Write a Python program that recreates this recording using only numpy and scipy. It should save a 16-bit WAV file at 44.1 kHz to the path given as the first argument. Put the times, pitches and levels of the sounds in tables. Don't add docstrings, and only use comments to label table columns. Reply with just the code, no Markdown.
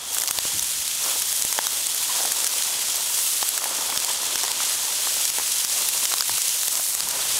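import sys
import numpy as np
from scipy import signal
from scipy.io import wavfile
from scipy.ndimage import uniform_filter1d

SR = 44100
rng = np.random.default_rng(int(sys.argv[2]) if len(sys.argv) > 2 else 0)


def log_audio(samples):
    frames = np.atleast_2d(samples).T
    limited = np.clip(frames, -1, 1)
    pcm = np.round(limited * 32767).astype(np.int16)
    wavfile.write(sys.argv[1], SR, pcm)


N = 326140

# (time [s], level [dB])
CRICKET_LEVELS = [(0, -42), (.7, -48), (1, -41.5), (2.3, -41.5), (2.6, -43), (3.5, -45), (3.8, -41),
                  (5.55, -44), (5.75, -45), (7.4, -59.5)]
# (time [s], level [dB])
WIND_LEVELS = [(0.0, -58), (0.56, -56), (1.15, -59), (2.86, -58.5), (3.46, -63), (3.91, -59), (5.12, -59.5),
               (6.24, -58.5), (6.75, -62), (7.39, -50.5)]
# (frequency [Hz], relative density [dB per Hz])
WIND_SPECTRUM = [(12, -46), (20, -6), (91, -3), (156, -3.5), (400, -11.5), (520, -50), (880, -120)]
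# (time [s], length [s], rms before fades [dB])
FOOTFALLS = [(0.526, .07, -42.5), (.6, .05, -50), (0.746, 0.076, -52), (6.288, 0.09, -49),
             (7.017, 0.054, -50)]
# (time [s], peak [dB])
CAPSULE_SHOVES = [(0.3103, -27), (0.386, -23), (0.454, -28), (1.45, -20.5), (1.668, -36), (3.9758, -28),
                  (4.357, -29), (5.295, -37)]
# (time [s], length [s], resonance [Hz], rms before fades [dB])
STEM_RUBS = [(1.995, 0.047, 1020, -39.5), (2.085, .04, 1040, -37.5), (2.14, 0.042, 960, -43),
             (2.185, .03, 810, -35), (3.889, .025, 825, -36), (4.074, .02, 980, -35),
             (7.145, 0.032, 960, -41)]
# (time [s], level [dB])
DRAG_LEVELS = [(0.0, -45), (0.18, -40), (0.95, -47), (1.09, -34), (1.19, -42), (1.6, -42), (2.05, -42.5),
               (2.2, -35.5), (2.3, -38), (3.4, -43.5), (3.62, -36.5), (5.15, -40), (5.66, -43), (5.8, -37),
               (6.06, -41), (6.2, -42.5), (6.69, -44.5), (6.79, -36.5), (6.84, -47.5), (7.17, -34.5),
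               (7.39, -39.5)]
# (frequency [Hz], filter gain [dB])
STEM_SPECTRUM = [(120, -22.5), (250, -5.5), (600, -2.5), (950, 1.5), (1300, -0.5), (1800, -5),
                 (3000, -12.5)]
# (time [s], peak [dB], ring [Hz], T60 [s])
STEM_KNOCKS = [(0.1684, -22, 1500, 0.008), (0.1838, -25, 1480, 0.008), (0.219, -23, 1180, 0.006),
               (0.2364, -19, 1730, 0.006), (0.2893, -21, 1150, 0.011), (0.3098, -20, 1540, 0.006),
               (0.3874, -20, 940, 0.01), (0.4526, -23, 560, 0.008), (0.5945, -26, 1900, 0.007),
               (1.5266, -25, 1080, 0.017), (1.5892, -6.5, 900, 0.007), (2.205, -20, 850, 0.013),
               (2.2519, -19, 760, 0.016), (2.3176, -22, 1740, 0.026), (2.4439, -24, 1370, 0.017),
               (2.4673, -25, 1650, 0.009), (3.4282, -13, 1010, 0.006), (3.5776, -23, 1610, 0.018),
               (3.619, -22, 1110, 0.007), (3.6393, -20, 1010, 0.009), (3.6569, -19, 840, 0.012),
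               (3.9254, -18, 1130, 0.009), (3.9602, -22, 1640, 0.009), (4.1028, -22, 980, 0.028),
               (4.2318, -23, 1010, 0.011), (4.3569, -18, 1560, 0.005), (4.4345, -22, 800, 0.006),
               (4.4401, -15, 900, 0.007), (4.45, -17, 1000, 0.005), (4.48, -20, 1040, 0.008),
               (4.6043, -18, 1310, 0.009), (5.0717, -17, 990, 0.007), (5.3855, -17, 820, 0.006),
               (5.3977, -17, 950, 0.007), (6.0294, -26, 1060, 0.013), (6.1188, -19, 1360, 0.009),
               (6.139, -14, 1110, 0.006), (6.2079, -16, 1300, 0.01), (6.2232, -16, 1490, 0.007),
               (6.2951, -16, 960, 0.008), (6.3802, -25, 1210, 0.01), (6.796, -24, 700, 0.01),
               (6.9502, -27, 680, 0.014), (7.0055, -21, 1350, 0.005)]
# (time [s], rms at the break [dB], band centre [Hz], T60 [s])
STEM_SNAPS = [(.1471, -13.5, 11100, .005), (.184, -10, 8760, .014), (.2, -11.5, 8720, .007),
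              (.2111, -13.5, 8370, .004), (.2193, -12.5, 6990, .012), (.2364, -13, 8020, .01),
              (.2753, -9.5, 6550, .005), (.2811, -13.5, 6020, .03), (.2893, -13.5, 5920, .005),
              (.3101, -9.5, 8940, .012), (.3874, -7.5, 4820, .007), (.5949, -10.5, 5570, .007),
              (.8786, -12, 9750, .004), (1.22, -13.5, 8400, .025), (1.3275, -11.5, 8390, .005),
              (1.4225, -9.5, 6790, .01), (1.4505, -10.5, 9290, .012), (1.5268, -11.5, 7520, .013),
              (1.5797, -15.5, 6510, .007), (1.5888, -12.5, 3500, .006), (1.669, -7.5, 5360, .005),
              (1.8686, -11.5, 7220, .009), (1.9468, -12.5, 10590, .004), (2.3201, -9.5, 8230, .013),
              (2.4442, -10.5, 7680, .009), (2.4675, -8.5, 9170, .005), (2.4736, -9.5, 7910, .013),
              (2.6233, -11.5, 6290, .005), (2.6358, -15.5, 9500, .012), (2.9581, -14.5, 10770, .007),
              (3.4282, -11.5, 4610, .005), (3.4895, -10, 10140, .012), (3.5776, -11.5, 7540, .009),
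              (3.6422, -12.5, 9350, .007), (3.9009, -12.5, 6410, .004), (3.9619, -15.5, 6090, .004),
              (3.9754, -6.5, 5490, .005), (4.0012, -11.5, 7860, .007), (4.0473, -9.5, 7510, .003),
              (4.3572, -12.5, 5950, .007), (4.3792, -13.5, 7000, .003), (4.4345, -10.5, 7230, .005),
              (4.44, -14.5, 7360, .01), (4.45, -14, 5850, .004), (4.4802, -14, 5720, .004),
              (4.5166, -10.5, 7240, .004), (5.2528, -13.5, 7620, .023), (5.3017, -14.5, 8640, .005),
              (5.385, -12.5, 8020, .005), (5.6484, -10.5, 7340, .004), (5.8873, -11.5, 12470, .018),
              (6.0541, -11, 5650, .018), (6.1224, -13.5, 7000, .008), (6.139, -9.5, 5450, .009),
              (6.1835, -12.5, 5390, .007), (6.2081, -7, 4580, .009), (6.2231, -8, 6870, .005),
              (6.2812, -13.5, 9760, .009), (6.295, -14.5, 7050, .007), (6.3822, -12.5, 7990, .004),
              (6.4186, -12.5, 7290, .007), (6.4816, -10.5, 7230, .007), (6.4922, -10.5, 6210, .003),
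              (6.6329, -12.5, 8990, .005), (6.6813, -10.5, 6080, .013), (6.7541, -11.5, 6280, .007),
              (6.9501, -9.5, 9030, .003), (7.0054, -11.5, 5940, .007), (7.0875, -11.5, 9670, .003)]
# (time [s], crackle level [dB], treble lift [dB])
BLADE_LEVELS = [(0.0, -32, -10), (0.17, -25.5, 3), (0.3, -30.5, 5), (0.45, -22.5, -4.5), (0.6, -26, 1.5),
                (0.98, -25, -3), (1.04, -23, 0), (1.4, -25, 2.5), (1.65, -24, -1), (1.93, -26, 1),
                (2.1, -23, -1.5), (2.5, -23, -1), (2.8, -23.5, -3.5), (3.0, -24.5, -0.5), (3.25, -24, 4.5),
                (3.77, -24.5, -4), (4.1, -23, -5), (4.55, -23.5, -7), (4.63, -21, -4), (4.8, -24, -2.5),
                (5.29, -22, 0), (5.4, -24, -0.5), (5.8, -22.5, 0), (6.2, -23.5, 0.5), (6.5, -23, 0),
                (6.9, -27.5, 7.5), (7.04, -26, -2), (7.39, -21, -2.5)]
# (frequency [Hz], filter gain [dB])
BLADE_SPECTRUM = [(300, -42), (600, -32), (960, -18.5), (1550, -11), (2700, -7), (3050, -5), (4000, -4),
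                  (6300, 0), (8200, 0), (11000, -2.5), (13800, -7.5), (15500, -11), (16200, -10.5)]
# (time [s], depth [dB])
RUSTLE_DIPS = [(.25, 3), (1.23, 3.5), (3.59, 4), (4.16, 3), (5.30, 5.5), (5.655, 3), (5.90, 2)]

CRICKET_HZ, DRONE_HZ, DRONE_DB = 3333, 102.4, -68
SCUFF_DB, SCUFF_HALF_S = -25.5, 0.0076
TWIGS_PER_S = 5
TWIG_DB, TWIG_HZ, TWIG_T60_S = -20.5, 7440, 0.013
DIP_FALL_S, DIP_BACK_S = 0.0071, 0.064
THRESHOLD_DB, DUCKING_DB_PER_DB = -18.0, 0.65
RECOVERY_DB_PER_S, GAIN_LAG_S = 135.0, 0.0018
OVERLOAD_LEVEL, EDGE_HZ = 0.72, 15750


def gain_of(db):
    return 10 ** (np.asarray(db) / 20)


def evened(x):
    return x / np.sqrt(np.mean(x ** 2) + 1e-20)


def read(points, hz):
    f, value = np.transpose(points)
    return np.interp(np.log(hz + 1), np.log(f + 1), value)


def curve(rows, column):
    rows = np.array(rows)
    return np.interp(np.arange(N) / SR, rows[:, 0], rows[:, column])


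def add(mix, start_s, sound):
    part = mix[round(start_s * SR):][:len(sound)]
    part += sound[:len(part)]


def coloured(x, points):
    hz = np.fft.rfftfreq(4096, 1 / SR)
    log_gain = np.log(gain_of(np.maximum(read(points, hz), -100)))
    full = np.concatenate([log_gain, log_gain[-2:0:-1]])
    response = np.exp(np.conj(signal.hilbert(full)))
    taps = np.fft.ifft(response).real[:2048]
    return evened(signal.oaconvolve(x, taps)[:N])


def band(x, hz, width_hz):
    b, a = signal.iirpeak(hz, hz / width_hz, SR)
    once = signal.lfilter(b, a, x)
    return evened(signal.lfilter(b, a, once))


def drift(seconds):
    size = max(round(seconds * SR), 2)
    once = uniform_filter1d(rng.standard_normal(N), size)
    return evened(uniform_filter1d(once, size))


def crackle(per_s, spread_db, t60_s, pitch_hz, clump_db, clump_s, hiss_db):
    shapes = rng.standard_normal((14, 768))
    struck = rng.random(N) < per_s / SR
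    which = rng.integers(0, len(shapes), N)
    sizes_db = spread_db * np.minimum(rng.exponential(1, N), 5.5)
    clicks = struck * gain_of(sizes_db + clump_db * drift(clump_s))

    t = np.arange(shapes.shape[1]) / SR
    fade = gain_of(-60 * t / t60_s) * np.minimum(t / (0.11 * t60_s), 1)
    tints_hz = np.minimum(pitch_hz * np.geomspace(.4, 2.2, len(shapes)), .4 * SR)
    grains = np.zeros(N)
    for k, (noise, hz) in enumerate(zip(shapes, tints_hz)):
        grain = (noise + 0.5 * band(noise, hz, 0.49 * hz)) * fade
        grains += signal.oaconvolve(clicks * (which == k), grain)[:N]
    hiss = gain_of(hiss_db) * rng.standard_normal(N)
    return evened(evened(grains) + hiss)


def field():
    flutter_db = 2.3 * drift(0.031)
    level = gain_of(curve(CRICKET_LEVELS, 1) + flutter_db)
    chorus = level * band(rng.standard_normal(N), CRICKET_HZ, 440)
    drone = gain_of(DRONE_DB) * band(rng.standard_normal(N), DRONE_HZ, 35)
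    return chorus + drone


def wind():
    lumps_db = 0.46 * drift(0.02)
    rumble = coloured(rng.standard_normal(N), WIND_SPECTRUM)
    return gain_of(curve(WIND_LEVELS, 1) + lumps_db) * rumble


def thumps():
    out = np.zeros(N)
    for s, length_s, db in FOOTFALLS:
        size = round(length_s * SR)
        low = evened(band(rng.standard_normal(8000), 82, 150)[-size:])
        add(out, s, gain_of(db) * low * signal.windows.tukey(size, .5))
    return out


def shoves():
    out = np.zeros(N)
    t = np.arange(300) / SR / 0.00021
    for s, db in CAPSULE_SHOVES:
        add(out, s, -gain_of(db) * t * np.exp(1 - t))
    return out


def rubs():
    out = np.zeros(N)
    for s, length_s, hz, db in STEM_RUBS:
        size = round(length_s * SR)
        tone = evened(band(rng.standard_normal(4000), hz, 120)[-size:])
        add(out, s, gain_of(db) * tone * signal.windows.tukey(size, .6))
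    return out


def stems():
    x = crackle(per_s=1500, spread_db=2.2, t60_s=.01, pitch_hz=900,
                clump_db=1.2, clump_s=.02, hiss_db=1.5)
    level = gain_of(curve(DRAG_LEVELS, 1))
    flare = np.hanning(round(2 * SCUFF_HALF_S * SR))
    for s, db, *_ in STEM_KNOCKS:
        add(level, s - SCUFF_HALF_S, gain_of(db + SCUFF_DB) * flare)
    return level * coloured(x, STEM_SPECTRUM)


def knocks():
    out, t = np.zeros(N), np.arange(4000) / SR
    for s, db, hz, t60_s in STEM_KNOCKS:
        envelope = gain_of(-60 * t / t60_s) * np.minimum(t * hz / 0.22, 1)
        overtone = 0.55 * np.sin(2 * np.pi * 1.78 * hz * t)
        ring = envelope * (np.sin(2 * np.pi * hz * t) + overtone)
        b, a = signal.butter(2, .42 * hz, "high", fs=SR)
        ring = signal.lfilter(b, a, ring)
        add(out, s, gain_of(db) * ring / abs(ring).max())
    return out


def twigs():
    count = round(TWIGS_PER_S * N / SR)
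    when, size, tint, ring = rng.random((count, 4)).T
    time_s = .01 + when * (N / SR - .01)
    level_db = TWIG_DB + 3 * (size - .5)
    centre_hz = TWIG_HZ * 2 ** (0.64 * (tint - .5))
    t60_s = TWIG_T60_S * 2 ** (1.5 * (ring - .5))
    return np.transpose([time_s, level_db, centre_hz, t60_s])


def snaps():
    out = np.zeros(N)
    t = np.arange(1400) / SR - .004
    rise = gain_of(60 * np.minimum(t, 0) / 0.0034)
    for s, db, hz, t60_s in [*STEM_SNAPS, *twigs()]:
        noise = rng.standard_normal(len(t))
        thin = signal.lfilter([1, -1], [1, -.8], noise)
        shape = rise * gain_of(-60 * np.maximum(t, 0) / t60_s)
        spit = (1.3 * evened(thin) + band(noise, hz, 0.89 * hz)) * shape
        spit *= np.linalg.norm(shape) / np.linalg.norm(spit)
        add(out, s + t[0] + .0004, gain_of(db) * spit)
    return out


def blades():
    x = crackle(per_s=4500, spread_db=3.0, t60_s=0.0078, pitch_hz=6330,
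                clump_db=1.87, clump_s=0.0067, hiss_db=2.0)
    x = coloured(x, BLADE_SPECTRUM)
    highpass = signal.butter(1, 9000, "high", fs=SR, output="sos")
    treble = signal.sosfiltfilt(highpass, x)
    lift = gain_of(curve(BLADE_LEVELS, 2)) - 1
    return gain_of(curve(BLADE_LEVELS, 1)) * (x + lift * treble)


def dips_db():
    t, depth_db = np.arange(N) / SR, np.zeros(N)
    corners_s = [0, DIP_FALL_S, DIP_FALL_S + DIP_BACK_S]
    for s, db in RUSTLE_DIPS:
        depth_db += db * np.interp(t - s, corners_s, [0, 1, 0])
    return depth_db


def scene():
    rustle = (field() + stems() + blades()) / gain_of(dips_db())
    mono = rustle + wind() + thumps() + shoves() + rubs() + knocks() + snaps()
    return np.array([mono, mono])


def record(dry):
    power = uniform_filter1d(dry[0] ** 2, 66, origin=32)
    level_db = 10 * np.log10(abs(power) + 1e-12)
    climb_db = np.arange(N) * RECOVERY_DB_PER_S / SR
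    held_db = np.maximum.accumulate(level_db + climb_db) - climb_db
    over_db = np.maximum(held_db - THRESHOLD_DB, 0)
    lag = np.exp(-1 / (GAIN_LAG_S * SR))
    loss_db = DUCKING_DB_PER_DB * signal.lfilter([1 - lag], [1, -lag], over_db)
    ducked = dry / gain_of(loss_db)
    limited = ducked / (1 + (ducked / OVERLOAD_LEVEL) ** 6) ** (1 / 6)
    lowpass = signal.firwin(511, EDGE_HZ, window=("kaiser", 10), fs=SR)
    return signal.oaconvolve(limited, lowpass[None], "same")


dry = scene()
out = record(dry)
log_audio(out)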